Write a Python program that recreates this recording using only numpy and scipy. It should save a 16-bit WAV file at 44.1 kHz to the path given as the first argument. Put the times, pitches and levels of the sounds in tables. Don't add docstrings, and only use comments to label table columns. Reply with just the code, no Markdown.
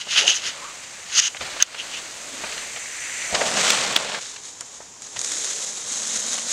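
import sys
import numpy as np
from scipy import signal
from scipy.fft import rfft, irfft, next_fast_len
from scipy.io import wavfile

SR = 44100
rng = np.random.default_rng(int(sys.argv[2]) if len(sys.argv) > 2 else 0)


def put_to_file(sound):
    columns = np.atleast_2d(sound).T
    safe = np.clip(columns, -1, 1)
    whole_steps = np.round(safe * 32767)
    wavfile.write(sys.argv[1], SR, whole_steps.astype(np.int16))


N = 287532

# frequency in Hz, relative strength in dB.
FOREST_SPECTRUM = [(25, -16.5), (120, -4.5), (200, -7.5), (440, -6), (600, -10), (950, -2.5), (1300, -10),
                   (4500, -10), (7000, 1.5), (8400, -11.5), (11000, -25.5), (15000, -41)]
FAR_GROUND_SPECTRUM = [(40, -15), (180, -12.5), (270, -10), (370, -12), (570, -5), (1050, -9), (2100, -4),
                       (3200, -7), (5500, -7.5), (6100, -2), (8400, -5.5), (9300, -16), (12500, -25.5),
                       (15500, -35)]
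NEAR_GROUND_SPECTRUM = [(40, -18), (110, -11), (165, -3), (205, -2), (310, -8.5), (540, 1.5), (1000, -1),
                        (2200, 1), (3400, -0.5), (4800, -4), (7000, -3), (8300, -7), (9600, -18.5),
                        (12000, -29), (15500, -42)]
LEAF_SPECTRUM = [(40, -36), (130, -19), (230, -14), (340, -17.5), (530, -10), (850, -14), (2000, -7),
                 (2700, -10), (3850, -3), (4600, -7), (6600, 6.5), (7800, 0), (11000, -18), (15000, -50)]
# time in seconds, crunch level in dB.
TYRE_BITE = [(0, -48.5), (0.52, -38.5), (0.8, -43.5), (1.05, -43.5), (1.39, -47.5), (1.415, -33.5),
             (1.5, -34.5), (1.6, -35.5), (1.85, -37), (2.27, -41.5), (2.45, -35), (2.6, -36.5),
             (2.72, -40.5), (2.93, -42.5), (3.31, -36.5)]
# time of full grip in seconds, hold in seconds, level in dB, rise and fall
# in seconds, then the upper ringing and the rubbing noise, both in dB relative to that level.
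BRAKE_SCRAPES = [(0.0, 0.025, -35, 0.012, 0.01, -6, -0.5), (0.112, .11, -26.5, 0.024, 0.053, -4, 0.5),
                 (0.179, 0.0083, -15, 0.019, 0.032, -10, -2), (0.277, 0.029, -19, 0.012, 0.029, 1, -3),
                 (0.355, 0.009, -31, 0.022, 0.027, 7.5, 1.5), (0.464, 0.018, -32, 0.036, 0.025, 1.5, 5.5),
                 (1.182, 0.02, -24.5, 0.037, 0.0026, 10.5, 5), (1.224, 0.056, -27.5, 0.04, .006, 3, -1.5),
                 (1.602, 0.025, -30, .0005, .005, -5, 0), (1.791, 0.013, -28.5, 0.012, 0.014, -14, -9),
                 (1.93, 0.052, -33.5, .01, 0.011, -8, -9)]
# pitch in Hz, width in Hz, relative level in dB.
SCRAPE_LOWER_RING = [(2630, 390, -0.5), (2940, 500, 7.5), (3350, 1400, -4)]
SCRAPE_UPPER_RING = [(4870, 1300, -8), (6200, 1120, -0.5), (6590, 190, 2)]
# frequency in Hz, relative strength in dB.
RUBBING_SPECTRUM = [(30, -47), (170, -12), (330, -24), (480, -19.5), (1000, -12), (1280, -3.5), (2020, 2.5),
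                    (2280, -3), (2800, 1.5), (4500, 0), (6800, -0.5), (8000, -13.5), (10200, -16.5),
                    (15000, -57)]
# time in seconds, level in dB, lowest and highest pitch in Hz.
BUMP_KNOCKS = [(0.069, -37, 200, 1000), (1.348, -34, 300, 2800), (1.369, -24.5, 1700, 3800),
               (1.409, -26.5, 150, 4500), (1.563, -31, 250, 3500), (1.746, -30, 500, 4000),
               (2.438, -28, 150, 2000), (2.523, -25, 1200, 5000), (2.58, -24.5, 1200, 5000),
               (2.762, -26, 350, 3780), (3.348, -15.5, 200, 7500), (3.411, -16.5, 300, 1600),
               (3.704, -10.5, 2000, 11000), (3.961, -17.5, 400, 6500), (4.119, -25, 700, 5000),
               (4.146, -24, 500, 4200), (4.259, -33, 2000, 8000), (4.363, -32, 1800, 8000),
               (4.609, -33.5, 400, 1500), (4.805, -37, 400, 1800), (5.163, -22.5, 600, 10000),
               (6.382, -22, 700, 6000)]
# time of the peak in seconds, pitch in Hz,
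# width in Hz, level in dB, half length in seconds.
HOLLOW_NOTES = [(0.247, 500, 650, -33, 0.065), (0.652, 1130, 380, -39, 0.07),
                (1.61, 1540, 680, -29.5, 0.012), (2.31, 570, 220, -50, .12), (2.366, 278, 110, -50, 0.12),
                (3.4, 660, 220, -27, 0.071), (3.603, 206, 50, -39.5, 0.16), (4.35, 422, 28, -60, 0.21),
                (5.503, 434, 200, -50, 0.33), (5.32, 310, 40, -53, 0.14), (6.206, 226, 70.5, -49, 0.37)]
# start and end in seconds, final level in dB, growth in dB a second.
COASTING = [(0.766, 1.154, -44.5, 8), (2.424, 2.837, -38, 11), (3.015, 3.327, -30, 13)]
# pitch in Hz, width in Hz, relative level in dB.
FREEWHEEL_MODES = [(1980, 980, -0.5), (2700, 310, -6.5), (6150, 490, -2), (7150, 810, -2.5),
                   (8450, 1000, -10)]
# time in seconds, level in dB.
WHEEL_THUMPS = [(1.415, -38), (2.44, -47), (3.335, -37.5), (5.165, -48)]
# level when closest in dB,
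# how much distance matters (1 is fully), fall in dB a second.
CLOSE_LAYERS = [(-30, 0.093, 8), (-21.5, 0.64, -1), (-22.5, 0.55, 7.5)]
# time in seconds, relative level in dB.
PEBBLE_CRACKS = [(3.349, -22), (3.604, -15), (3.704, 1), (3.927, -17), (3.964, 3.5), (4.187, -22)]
# time in seconds, rustle level in dB.
LEAF_PLOUGHING = [(4.2, -36.5), (4.28, -36), (4.41, -45.5), (4.45, -37.5), (4.56, -45), (4.68, -47),
                  (4.73, -42.5), (4.86, -49), (5.0, -56), (5.03, -41.5), (5.12, -41), (5.19, -32.5),
                  (5.3, -29), (5.5, -27.5), (5.72, -32), (5.87, -33.5), (5.91, -28.5), (6.1, -26.5),
                  (6.38, -27), (6.45, -32), (6.52, -23.5)]
# time in seconds, level in dB.
TWIG_SNAPS = [(4.6088, -19.5), (5.021, -26), (5.1923, -17.5), (5.215, -19), (5.2467, -17), (5.319, -16.5),
              (5.445, -18.5), (6.331, -17)]

SQUEAK_S = 1.6246
CRUNCH_S, LOUDEST_S, RUSTLE_S = 3.322, 3.68, 4.196


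def from_db(db):
    return 10 ** (np.asarray(db) / 20)


def unit_power(x):
    return x / np.sqrt(np.mean(x ** 2) + 1e-20)


def clock():
    return np.arange(N) / SR


def drift(rate_hz):
    step = 40
    r = np.exp(-2 * np.pi * step * rate_hz / SR)
    slow = signal.lfilter([1], [1, -2 * r, r * r], rng.standard_normal(N // step + 2002))[2000:]
    return np.interp(np.arange(N) / step, np.arange(len(slow)), unit_power(slow))


def colour(x, spectrum):
    size = 2 * next_fast_len(N // 2 + SR // 10)
    hz, db = np.transpose(spectrum)
    bin_hz = np.arange(size // 2 + 1) * SR / size
    log_gain = np.log(from_db(np.interp(np.log(bin_hz + 1), np.log(hz), db)))
    cepstrum = irfft(log_gain)[:size // 2]
    response = np.exp(2 * rfft(cepstrum, size) - cepstrum[0])
    return irfft(rfft(x, size) * response)[:N]


def coloured_noise(spectrum):
    return unit_power(colour(rng.standard_normal(N), spectrum))


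def keep_band(x, edge_hz, kind, order=2):
    return signal.sosfilt(signal.butter(order, edge_hz, kind, fs=SR, output="sos"), x)


def resonate(x, hz, width_hz):
    r = np.exp(-np.pi * width_hz / SR)
    feedback = [1, -2 * r * np.cos(2 * np.pi * hz / SR), r * r]
    return signal.lfilter(np.array([1, 0, -1]) * (1 - r * r) / 2, feedback, x + 1e-18)


def resonate_twice(x, hz, width_hz):
    return resonate(resonate(x, hz, width_hz), hz, width_hz)


def held(start_s, end_s, rise_s, fall_s):
    t = clock()
    return np.exp(-np.clip(np.maximum((start_s - t) / rise_s, (t - end_s) / fall_s), 0, 30))


def swell(peak_s, rise_s, fall_s):
    return held(peak_s, peak_s, rise_s, fall_s)


def crackle(per_s, spread_db, clump_db, blur_db):
    clumps = from_db(clump_db * drift(45))
    breaks = rng.random(N) < per_s * clumps / SR
    sizes = from_db(spread_db * np.minimum(rng.exponential(1, N), 4.5))
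    clicks = breaks * sizes * rng.choice([-1, 1], N)
    pitches = np.geomspace(300, 12000, num=16)
    chosen = rng.choice(len(pitches), N, p=np.sqrt(pitches) / np.sqrt(pitches).sum())
    grains = sum(resonate(clicks * (chosen == k), hz, .7 * hz) / hz ** .25
                 for k, hz in enumerate(pitches))
    blur = from_db(blur_db) * rng.standard_normal(N) * np.sqrt(clumps)
    return unit_power(unit_power(grains) + blur)


def tyres(grains, spectrum, levels_db, start_s, end_s):
    t = clock()
    contact = np.clip((t - start_s) / 0.0049, 0, 1) * np.clip((end_s - t) / 0.0035, 0, 1)
    ground = colour(grains, spectrum)
    soil = keep_band(ground, 1000, "low", order=5)
    grit = keep_band(ground, [1000, 5000], "band", order=5)
    leaves = keep_band(ground, 5000, "high", order=5)
    layers = zip([soil, grit, leaves], levels_db)
    return contact * sum(unit_power(part) * from_db(db) for part, db in layers)


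def forest_hiss(level_db=-44):
    return from_db(level_db) * coloured_noise(FOREST_SPECTRUM)


def distant_tyres(nearing_db_per_s=2.5):
    t = clock()
    grit_db = np.interp(t, *np.transpose(TYRE_BITE))
    soil_db = grit_db - 8
    swing_db = grit_db - np.mean(TYRE_BITE, axis=0)[1]
    rustle_db = -44.5 + nearing_db_per_s * t + 0.37 * swing_db
    grains = crackle(per_s=4300, spread_db=2.0, clump_db=1.5, blur_db=3.5)
    return tyres(grains, FAR_GROUND_SPECTRUM, [soil_db, grit_db, rustle_db], -0.01, CRUNCH_S + .01)


def rough_ring(modes):
    out = np.zeros(N)
    for hz, width_hz, db in modes:
        flutter = rng.standard_normal(N) * from_db(2.0 * drift(98))
        out += from_db(db) * resonate_twice(flutter, hz, width_hz)
    return unit_power(out)


def brake_scrapes():
    lower_power, upper_power, rubbing_power = np.zeros((3, N))
    for start_s, hold_s, db, rise_s, fall_s, upper_db, rubbing_db in BRAKE_SCRAPES:
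        grip = held(start_s, start_s + hold_s, rise_s, fall_s)
        power = (from_db(db) * grip) ** 2
        lower_power += power
        upper_power += power * (from_db(upper_db) * grip ** 0.66) ** 2
        rubbing_power += power * from_db(rubbing_db) ** 2
    grains = crackle(per_s=5500, spread_db=6.0, clump_db=1.5, blur_db=4)
    rubbing = np.sqrt(rubbing_power) * unit_power(colour(grains, RUBBING_SPECTRUM))
    lower = np.sqrt(lower_power) * rough_ring(SCRAPE_LOWER_RING)
    upper = np.sqrt(upper_power) * rough_ring(SCRAPE_UPPER_RING)
    return lower + upper + rubbing


def knocks(rise_s=0.0011):
    grains = crackle(per_s=8000, spread_db=4.5, clump_db=4.0, blur_db=0)
    grit = colour(grains, NEAR_GROUND_SPECTRUM)
    out = np.zeros(N)
    for time_s, db, low_hz, high_hz in BUMP_KNOCKS:
        clatter = unit_power(keep_band(grit, [low_hz, high_hz], "band"))
        decay_s = 0.0092 * (500 / low_hz) ** 0.51
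        out += from_db(db) * swell(time_s, rise_s, decay_s) * clatter
    return out


def hums():
    out = np.zeros(N)
    for peak_s, hz, width_hz, db, half_length_s in HOLLOW_NOTES:
        tone = unit_power(resonate_twice(rng.standard_normal(N), hz, width_hz))
        loudness = np.exp(-np.minimum(((clock() - peak_s) / half_length_s) ** 2, 20))
        out += from_db(db) * loudness * tone
    return out


def scrape_chirp(time_s=.2795, hz=2900, level_db=-1, ring_s=0.0025):
    tone = np.sin(2 * np.pi * hz * (clock() - time_s))
    return from_db(level_db) * swell(time_s, 0.00025, ring_s) * tone


def freewheel(fade_s=0.14):
    loudness = np.zeros(N)
    for start_s, end_s, final_db, db_per_s in COASTING:
        level_db = final_db + db_per_s * np.minimum(clock() - end_s, 0)
        loudness += from_db(level_db) * held(start_s, end_s, fade_s, fade_s)
    return loudness * rough_ring(FREEWHEEL_MODES)


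def thumps(hz=75, width_hz=90, decay_s=0.016):
    force = sum(from_db(db) * swell(time_s, 0.0077, decay_s) for time_s, db in WHEEL_THUMPS)
    return force * unit_power(resonate_twice(rng.standard_normal(N), hz, width_hz))


def brake_squeak(squeal_hz=6350, squeal_s=0.0019, ring_hz=3500):
    t = clock() - SQUEAK_S
    grip = swell(SQUEAK_S, .0001, 0.007) / (1 + (np.maximum(t, 0) / squeal_s) ** 10)
    squeal = from_db(3) * grip * np.sin(2 * np.pi * squeal_hz * t)
    jolt = from_db(-11) * swell(SQUEAK_S + 0.0007, 0.0011, 0.0035) * coloured_noise(RUBBING_SPECTRUM)
    ring = from_db(-15) * swell(SQUEAK_S + 0.00086, 0.00097, .004) * np.sin(2 * np.pi * ring_hz * t)
    return squeal + jolt + ring


def dip(depth_db=10, recovery_s=0.16):
    t = clock() - SQUEAK_S
    return from_db(-depth_db * (t > 0) * np.exp(-(t / recovery_s) ** 2))


def passing_tyres(speed_m_per_s=11, closest_m=0.63):
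    t = clock() - LOUDEST_S
    distance_db = 20 * np.log10(closest_m / np.hypot(closest_m, speed_m_per_s * t))
    levels_db = [db + share * distance_db - fall * t for db, share, fall in CLOSE_LAYERS]
    grains = crackle(per_s=3000, spread_db=1.5, clump_db=3.0, blur_db=1.0)
    return tyres(grains, NEAR_GROUND_SPECTRUM, levels_db, CRUNCH_S, RUSTLE_S)


def pebbles(decay_s=0.0009):
    force = sum(from_db(db) * swell(time_s, .0001, decay_s) for time_s, db in PEBBLE_CRACKS)
    crack = from_db(-5) * force * coloured_noise(NEAR_GROUND_SPECTRUM)
    splinters = from_db(-19) * force * rng.standard_normal(N)
    clack = from_db(-4) * resonate(crack, hz=3300, width_hz=450)
    return keep_band(crack + splinters, 160, "high") + clack


def tyres_in_leaves(uneven_db=0.5, soil_rise_db_per_s=3):
    t = clock()
    rustle_db = np.interp(t, *np.transpose(LEAF_PLOUGHING)) + uneven_db * drift(6.1)
    swing_db = rustle_db - np.mean(LEAF_PLOUGHING, axis=0)[1]
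    soil_db = -55 + 0.52 * swing_db + soil_rise_db_per_s * (t - RUSTLE_S)
    extra_grit_db = 5.5 * np.exp(-((t - RUSTLE_S) / 0.26) ** 2)
    grit_db = rustle_db - 7 + extra_grit_db
    grains = crackle(per_s=3000, spread_db=2.0, clump_db=2.5, blur_db=1.0)
    return tyres(grains, LEAF_SPECTRUM, [soil_db, grit_db, rustle_db], RUSTLE_S - .006, 6.6)


def twigs(decay_s=0.0024):
    force = sum(from_db(db) * swell(time_s, 0.00059, decay_s) for time_s, db in TWIG_SNAPS)
    return force * coloured_noise(LEAF_SPECTRUM)


def add_forest_echo(x, echo_db=-24, decay_s=0.054):
    t = np.arange(SR // 2) / SR
    scatter = resonate(rng.standard_normal(len(t)), hz=1600, width_hz=3100)
    tail = scatter * np.exp(-t / decay_s) * (t > .008)
    return x + from_db(echo_db) * signal.fftconvolve(x, tail / np.linalg.norm(tail))[:N]


def scene():
    hiss = forest_hiss()
    sharp_sounds = add_forest_echo(brake_scrapes() + scrape_chirp() + knocks() + twigs() + pebbles())
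    trail = distant_tyres() + passing_tyres() + tyres_in_leaves()
    mix = dip() * (trail + hiss) + freewheel() + hums() + thumps() + sharp_sounds + brake_squeak()
    return mix[None]


def record(dry, ceiling=1.05, cutoff_hz=15700):
    clipped = dry / (1 + (dry / ceiling) ** 6) ** (1 / 6)
    return signal.sosfilt(signal.ellip(10, .1, 70, cutoff_hz, fs=SR, output="sos"), clipped)


dry = scene()
out = record(dry)
put_to_file(out)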